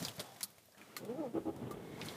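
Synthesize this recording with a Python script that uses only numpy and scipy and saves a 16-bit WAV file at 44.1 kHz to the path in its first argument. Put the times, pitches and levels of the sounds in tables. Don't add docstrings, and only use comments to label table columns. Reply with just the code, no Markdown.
import sys
import numpy as np
from scipy import signal
from scipy.fft import rfft, irfft, next_fast_len
from scipy.io import wavfile
from scipy.ndimage import uniform_filter1d, map_coordinates

SR = 44100
rng = np.random.default_rng(int(sys.argv[2]) if len(sys.argv) > 2 else 0)


def dump(signal):
    limited = np.clip(np.atleast_2d(signal).T, -1, 1)
    pcm = np.round(limited * 32767).astype(np.int16)
    wavfile.write(sys.argv[1], SR, pcm)


def volts_from_decibels(level):
    exponent = np.asarray(level, float) / 20
    return 10 ** exponent


N = 95608


def unit(x):
    return x / np.sqrt(np.mean(x ** 2) + 1e-20)


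def noise():
    return rng.standard_normal(N)


def curves(rows):
    s, *cols = np.transpose(rows)
    return [np.interp(np.arange(N) / SR, s, c) for c in cols]


def wobble(rate):
    return map_coordinates(rng.standard_normal(int(N * rate / SR) + 4), [np.arange(N) * rate / SR])


def filtered(x, response):
    m = next_fast_len(len(x) + 8192)
    return irfft(rfft(x, m) * response(np.fft.rfftfreq(m, 1 / SR)), m)[:len(x)]


def colour(x, points):
    f, db = np.transpose(points)
    return unit(filtered(x, lambda hz: volts_from_decibels(np.interp(np.log(hz + 1), np.log(f + 1), db, -120, -120))))


def resonant(x, peaks):
    def response(f):
        total = 0
        for k, (hz, width, db) in enumerate(peaks):
            total = total + (-1) ** k * volts_from_decibels(db) * 1j * f * width / (hz * hz - f * f + 1j * f * width)
        return total
    return unit(filtered(x, response))


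def pulses(rate, scatter_db):
    return np.diff(np.floor(np.cumsum(rate) / SR), prepend=0) * volts_from_decibels(scatter_db * noise())


def gate(start, length, rise, fall):
    t = np.arange(N) / SR - start
    return np.clip(t / rise, 0, 1) * np.exp(-np.clip(t - length, 0, None) / fall)


def add(out, s, x):
    part = out[round(s * SR):][:len(x)]
    part += x[:len(part)]


def decay(t60):
    return volts_from_decibels(-60 * np.arange(SR // 5) / SR / t60)


def ring(hz, t60, attack):
    t = np.arange(SR // 5) / SR
    drift = np.cumsum(rng.standard_normal(len(t))) * hz / 1e5
    return decay(t60) * (1 - np.exp(-t / attack)) * np.sin(2 * np.pi * hz * t + drift)


def crack(t60):
    return decay(t60) * rng.standard_normal(SR // 5)


# freq_hz, density_db_per_hz
HISS_COLOUR = [(15, -73), (25, -48), (86, 4), (469, -2), (598, -5), (919, -10), (9550, -11.5),
               (11800, -12.5), (15500, -12.5)]


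def hiss():
    return volts_from_decibels(-67 + 0.75 * wobble(10.6)) * colour(noise(), HISS_COLOUR)


# start_s, level_db, rub_db
HAND_MOVES = [
    [(0, -43.5, -38.5), (.05, -46.5, -48), (.13, -60.5, -57.5), (.175, -59, -57.5), (.205, -60, -46),
     (.25, -61.5, -61.5), (.39, -65, -61), (.62, -77, -74.5)],
    [(1.86, -87, -54), (2.0, -62, -40), (2.07, -54.5, -38), (2.17, -61.5, -41)],
]
# freq_hz, density_db_per_hz
CLOTH_COLOUR = [(710, -20), (1200, -18), (3610, 0), (4340, 0), (13600, -7), (15500, -7)]
# freq_hz, density_db_per_hz
RUB_COLOUR = [(24, -61), (40, -63), (117, 0.5), (393, -8.5), (483, -6.5), (2500, -19), (3250, -30),
              (5500, -120)]
# start_s, peak_db,
# pitch_hz, t60_s
DULL_KNOCKS = [(.004, -40, 150, .06), (.017, -33, 170, .07), (.019, -41, 640, .05), (.026, -34, 260, .06),
               (.049, -46, 490, .05), (.075, -45, 110, .12), (.182, -38, 150, .1), (.198, -42, 600, .06),
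               (.2, -44, 410, .06), (.362, -53, 730, .04), (.41, -52, 1000, .06), (.44, -52, 190, .08),
               (.451, -53, 1250, .04), (.582, -56, 670, .04), (.685, -54, 620, .03), (.748, -57, 1750, .03),
               (.772, -52, 190, .06), (1.035, -48, 140, .08), (1.352, -50, 78, .2), (1.26, -49, 180, .06),
               (1.615, -41, 245, .25), (1.622, -40, 125, .3), (1.695, -50, 900, .04),
               (1.622, -48, 450, .08), (1.675, -49, 400, .08), (1.765, -47, 400, .12),
               (1.89, -51, 310, .08), (2.005, -48, 400, .1), (2.012, -50, 620, .07), (2.025, -51, 850, .06),
               (1.465, -48, 90, .2), (2.07, -50, 345, .3), (2.115, -47, 180, .1)]


def hand():
    out = np.zeros(N)
    for rows, rub_trim_db in zip(HAND_MOVES, (0, -12)):
        level_db, rub_db = curves(rows)
        grain = volts_from_decibels(1.65 * wobble(150) + wobble(30.65))
        rustle = volts_from_decibels(level_db) * colour(grain * noise(), CLOTH_COLOUR)
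        rub = volts_from_decibels(rub_db + rub_trim_db + wobble(37.24)) * colour(noise(), RUB_COLOUR)
        start_s, end_s = rows[0][0], rows[-1][0]
        out += (rustle + rub) * gate(start_s - .05, end_s - start_s + 0.053, 0.13, 0.13)
    for start_s, peak_db, hz, t60_s in DULL_KNOCKS:
        add(out, start_s, volts_from_decibels(peak_db) * ring(hz, t60_s, .5 / hz))
    return out


# start_s, peak_db, pitch_hz, broadband_share_db
PLASTIC_CLICKS = [(0.026, -43, 5750, 16), (0.0498, -27.5, 4330, 4.5), (.034, -39, 4500, -7),
                  (0.0834, -32, 3070, 4), (.116, -45.5, 3500, -11), (.165, -44, 12000, -5),
                  (.181, -47.5, 3500, 6), (0.195, -31, 3960, -1), (0.2017, -37, 8240, 13.5),
                  (.362, -49, 2000, -3), (0.408, -39.5, 2040, 12), (0.41, -40.5, 6460, 1),
                  (0.503, -50, 11000, 3), (0.5822, -57, 2230, 14), (.657, -49.5, 13000, -5),
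                  (.722, -59, 4960, 8), (.781, -53.5, 2590, 7.5), (0.8143, -42, 2000, -3),
                  (1.05, -53, 7600, 13.5), (1.563, -48.5, 950, 5), (2.0, -41, 1110, -13),
                  (2.0143, -33, 3840, -12), (2.0152, -32, 2170, -23), (2.059, -42.5, 9150, 8),
                  (2.085, -32, 3400, -3)]


def plastic_clicks():
    out = np.zeros(N)
    for start_s, peak_db, hz, share_db in PLASTIC_CLICKS:
        tick, tail = crack(0.011), crack(0.083)
        width_hz = 0.53 * hz
        tuned = filtered(tick + volts_from_decibels(-11) * tail,
                         lambda f: (1j * f * width_hz / (hz * hz - f * f + 1j * f * width_hz)) ** 2)
        broad = filtered(tick + volts_from_decibels(-7.5) * tail, lambda f: 1j * f / (600 + 1j * f) / (1 + 1j * f / 9000))
        click = tuned / np.abs(tuned).max() + volts_from_decibels(share_db) * broad / 2
        add(out, start_s, volts_from_decibels(peak_db - 2.5) * click)
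    return out


# [(freq_hz, width_hz, level_db)]
SERVO_RUNS = [
    ((0.232, 0.036, -56.5), [(777, 140, 1), (3430, 63, -6.5)]),
    ((.72, 0.03, -68), [(595, 260, 3), (1750, 320, 0)]),
    ((.77, 0.22, -60), [(227, 310, 9.5), (1370, 180, 5.5), (2000, 840, -2)]),
]


def servos():
    out = np.zeros(N)
    for (start_s, length_s, level_db), housing in SERVO_RUNS:
        motor = filtered(noise(), lambda hz: hz > 110)
        out += volts_from_decibels(level_db) * gate(start_s, length_s, 0.0078, 0.11) * resonant(motor, housing)
    return out


# start_s, level_db
KEY_SEAT = (.43, -23)
# freq_hz, level_db, t60_s
KEY_MODES = [(4130, -11, .03), (4485, -3, .035), (5090, -12, .03), (7600, -12, .03), (10300, -2, .028),
             (10780, -2, .028), (13245, -5, .055)]


def key():
    out = np.zeros(N)
    start_s, level_db = KEY_SEAT
    steel = sum(volts_from_decibels(db) * ring(hz, t60_s, 0.000067) for hz, db, t60_s in KEY_MODES)
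    for late_s, hit_db in [(0, -10), (.006, -13)]:
        scrape = filtered(crack(0.054), lambda f: (0.58 + (f > 3000)) / (1 + (f / 13600) ** 20))
        add(out, start_s + late_s, volts_from_decibels(level_db + hit_db) * (steel + 0.6 * scrape))
    return out


# start_s, level_db
ENGINE_LEVEL = [(.74, -98), (.97, -60), (1.02, -50.5), (1.26, -54), (1.325, -56), (1.4, -47.5),
                (1.44, -53.5), (1.52, -51.5), (1.6, -49), (1.64, -46), (1.72, -48), (1.9, -54), (2.0, -54),
                (2.17, -54.5)]
# freq_hz, density_db_per_hz
RUMBLE_COLOUR = [(15, -39), (25, -13), (134, 4), (395, 2.5), (944, -13.5), (2210, -26.5), (2400, -39),
                 (3450, -26), (4000, -31), (5200, -55), (8800, -120)]
# freq_hz, width_hz, level_db
BODY_MODES = [(118.6, 67, -14.5), (235, 56, -6.5), (327, 20, -3), (407.2, 10.8, 2), (455, 12, 1),
              (542, 41, -10.5), (650, 60, -10.5), (831, 49, -9), (1194, 270, -22)]
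# freq_hz, width_hz, level_db
PUMP_MODES = [(2173, 72, 3.5), (1760, 110, -2.5), (3420, 670, -7.5)]


def engine():
    level_db, = curves(ENGINE_LEVEL)
    crank_per_s, idle_per_s = 11, 45
    running = gate(1.56, 3, .3, 1)
    beats = pulses(crank_per_s + (idle_per_s - crank_per_s) * running, scatter_db=-1.0) * np.sqrt(running)
    swell = unit(signal.fftconvolve(beats, decay(0.095))[:N])

    rumble = colour(noise() * (1 + .15 * swell), RUMBLE_COLOUR)
    before_firing = 1 - gate(FIRST_FIRINGS[0][0], N, FIRE_RISE_S, 1)
    rumble = rumble - before_firing * filtered(rumble, lambda hz: hz < BODY_MODES[0][0])
    thuds = volts_from_decibels(-13) * resonant(beats, BODY_MODES)
    body = volts_from_decibels(-8.5) * resonant(noise(), BODY_MODES)
    low = volts_from_decibels(level_db) * (rumble + thuds + body)

    clatter = colour(noise() * (1 + 0.5 * swell), [(900, -6), (1500, -10), (3500, -12)])
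    clatter_growth = 1
    high = volts_from_decibels(clatter_growth * (level_db + 44.5) - 47.5 - 16.5) * clatter

    pump = volts_from_decibels(-58 + 2.5 * wobble(25.2)) * gate(1.717, 3, 0.36, 1) * resonant(noise(), PUMP_MODES)
    return (low + high) * gate(ENGINE_LEVEL[0][0], 3, 0.04, 1) + pump


# start_s, level_db
RELAY_EVENTS = [
    (0.9654, -28.5),
    (1.71, -30),
]
# freq_hz, level_db, t60_s
RELAY_CLOSE_MODES = [(1211, -4, 0.059), (1500, -14.5, 0.13), (1972, -5.5, 0.047), (2134, -1, 0.02),
                     (4150, -6.5, 0.061), (4450, -3, 0.028), (7400, -26, 0.04), (11800, -9, 0.028),
                     (13180, -5.5, 0.02)]
# freq_hz, level_db, t60_s
RELAY_OPEN_MODES = [(1180, 0, .09), (2100, -9, .035), (4300, -17, .03), (4950, -15, .03), (9324, -22, .05),
                    (12900, -16, .045)]


def relays():
    out = np.zeros(N)
    actions = [(RELAY_CLOSE_MODES, .68, .0005), (RELAY_OPEN_MODES, .25, .003)]
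    for (start_s, level_db), (table, snap_gain, rise_s) in zip(RELAY_EVENTS, actions):
        modes = sum(volts_from_decibels(db) * ring(hz, t60_s, rise_s) for hz, db, t60_s in table)
        snap = filtered(crack(0.1), lambda f: 1j * f / (400 + 1j * f))
        add(out, start_s, volts_from_decibels(level_db - 8.5) * (modes + snap_gain * snap))
    return out


# start_s, pitch_hz, level_db, second_harmonic_db, third_harmonic_db
GEAR_MESH = [(1.03, 175, -55, -62, -55), (1.078, 205, -56, -58, -66), (1.1, 230, -47, -38, -54),
             (1.155, 264, -54, -53, -64), (1.175, 320, -48, -53, -72), (1.205, 325, -41, -49, -64),
             (1.245, 272, -51, -43, -46), (1.27, 238, -45, -44, -66), (1.32, 225, -57, -68, -74)]
# freq_hz, width_hz, level_db
PANEL_MODES = [(825, 50, 3), (1280, 50, -2)]


def starter():
    hz, first_db, second_db, third_db = curves(GEAR_MESH)
    speed_hz = uniform_filter1d(hz, size=400) * (1 + .016 * wobble(65))
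    phase = 2 * np.pi * np.cumsum(speed_hz) / SR
    start_s, end_s = GEAR_MESH[0][0], GEAR_MESH[-1][0]
    on = gate(start_s - .03, end_s - start_s + 0.026, 0.033, 0.014)

    def harmonic(db, k):
        return on * np.sqrt(2) * volts_from_decibels(db + 1.3 * wobble(50.46)) * np.sin(k * phase)

    mean_db = (first_db + second_db) / 2
    low = harmonic(first_db, 1) + harmonic(second_db, 2)
    fourth = harmonic(mean_db - 19, 4)
    upper = harmonic(third_db, 3) + np.std(fourth) * resonant(fourth, PANEL_MODES)
    through_body = volts_from_decibels(-13) * np.std(low) * resonant(low, [(328, 25, 0), (466, 25, 0)])
    grind_modes = BODY_MODES[:2] + BODY_MODES[4:] + [(2000, 1460, -30)]
    grind = volts_from_decibels(mean_db - 5) * on * resonant(noise(), grind_modes)
    return low + through_body + upper + grind


# start_s, length_s, level_db
FIRST_FIRINGS = [
    (1.337, 0.046, -34.5),
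    (1.452, 0.047, -35.5),
]
# freq_hz, level_db
SHAKE_MODES = [(328, 0), (400, -9), (466, -16), (537, -13), (695, -16), (812, -15), (1260, -28)]
FIRE_RISE_S, FIRE_FALL_S = 0.0059, 0.0068


def firings():
    out = np.zeros(N)
    for start_s, length_s, level_db in FIRST_FIRINGS:
        t = np.arange(N) / SR - start_s - .03
        shake = np.zeros(N)
        for hz, mode_db in SHAKE_MODES:
            shake += volts_from_decibels(mode_db + 0.94 * wobble(40.93)) * np.sin(2 * np.pi * hz * t + 0.54 * wobble(39.15))
        roar = volts_from_decibels(-7.5) * resonant(noise(), BODY_MODES + [(2870, 930, -37)])
        bang = volts_from_decibels(-5 * (1 - gate(start_s + 0.0151, N, 0.0017, 1)))
        burst = gate(start_s, length_s, FIRE_RISE_S, FIRE_FALL_S)
        out += volts_from_decibels(level_db) * bang * burst * (shake + roar)
        linger = gate(start_s, length_s, FIRE_RISE_S, 0.076)
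        out += volts_from_decibels(level_db - 17.5) * linger * np.sin(2 * np.pi * SHAKE_MODES[0][0] * t)
    return out


def cabin(near):
    tail = crack(0.06)
    wet = signal.fftconvolve(near, np.pad(tail, (130, 0)) / np.linalg.norm(tail))[:N]
    return near + volts_from_decibels(-14) * wet


def scene():
    contacts = cabin(plastic_clicks() + key() + relays())
    return (hiss() + hand() + contacts + servos() + engine() + starter() + firings())[None]


def low_pass(x):
    return signal.sosfilt(signal.butter(12, 16430, fs=SR, output="sos"), x)


def record(dry):
    low_cut_hz, top_hz = 28.6, 15150
    band = filtered(dry[0], lambda hz: (1j * hz / (low_cut_hz + 1j * hz)) ** 2 / (1 + (hz / top_hz) ** 60))
    return low_pass(band[None])


dry = scene()
out = record(dry)
dump(out)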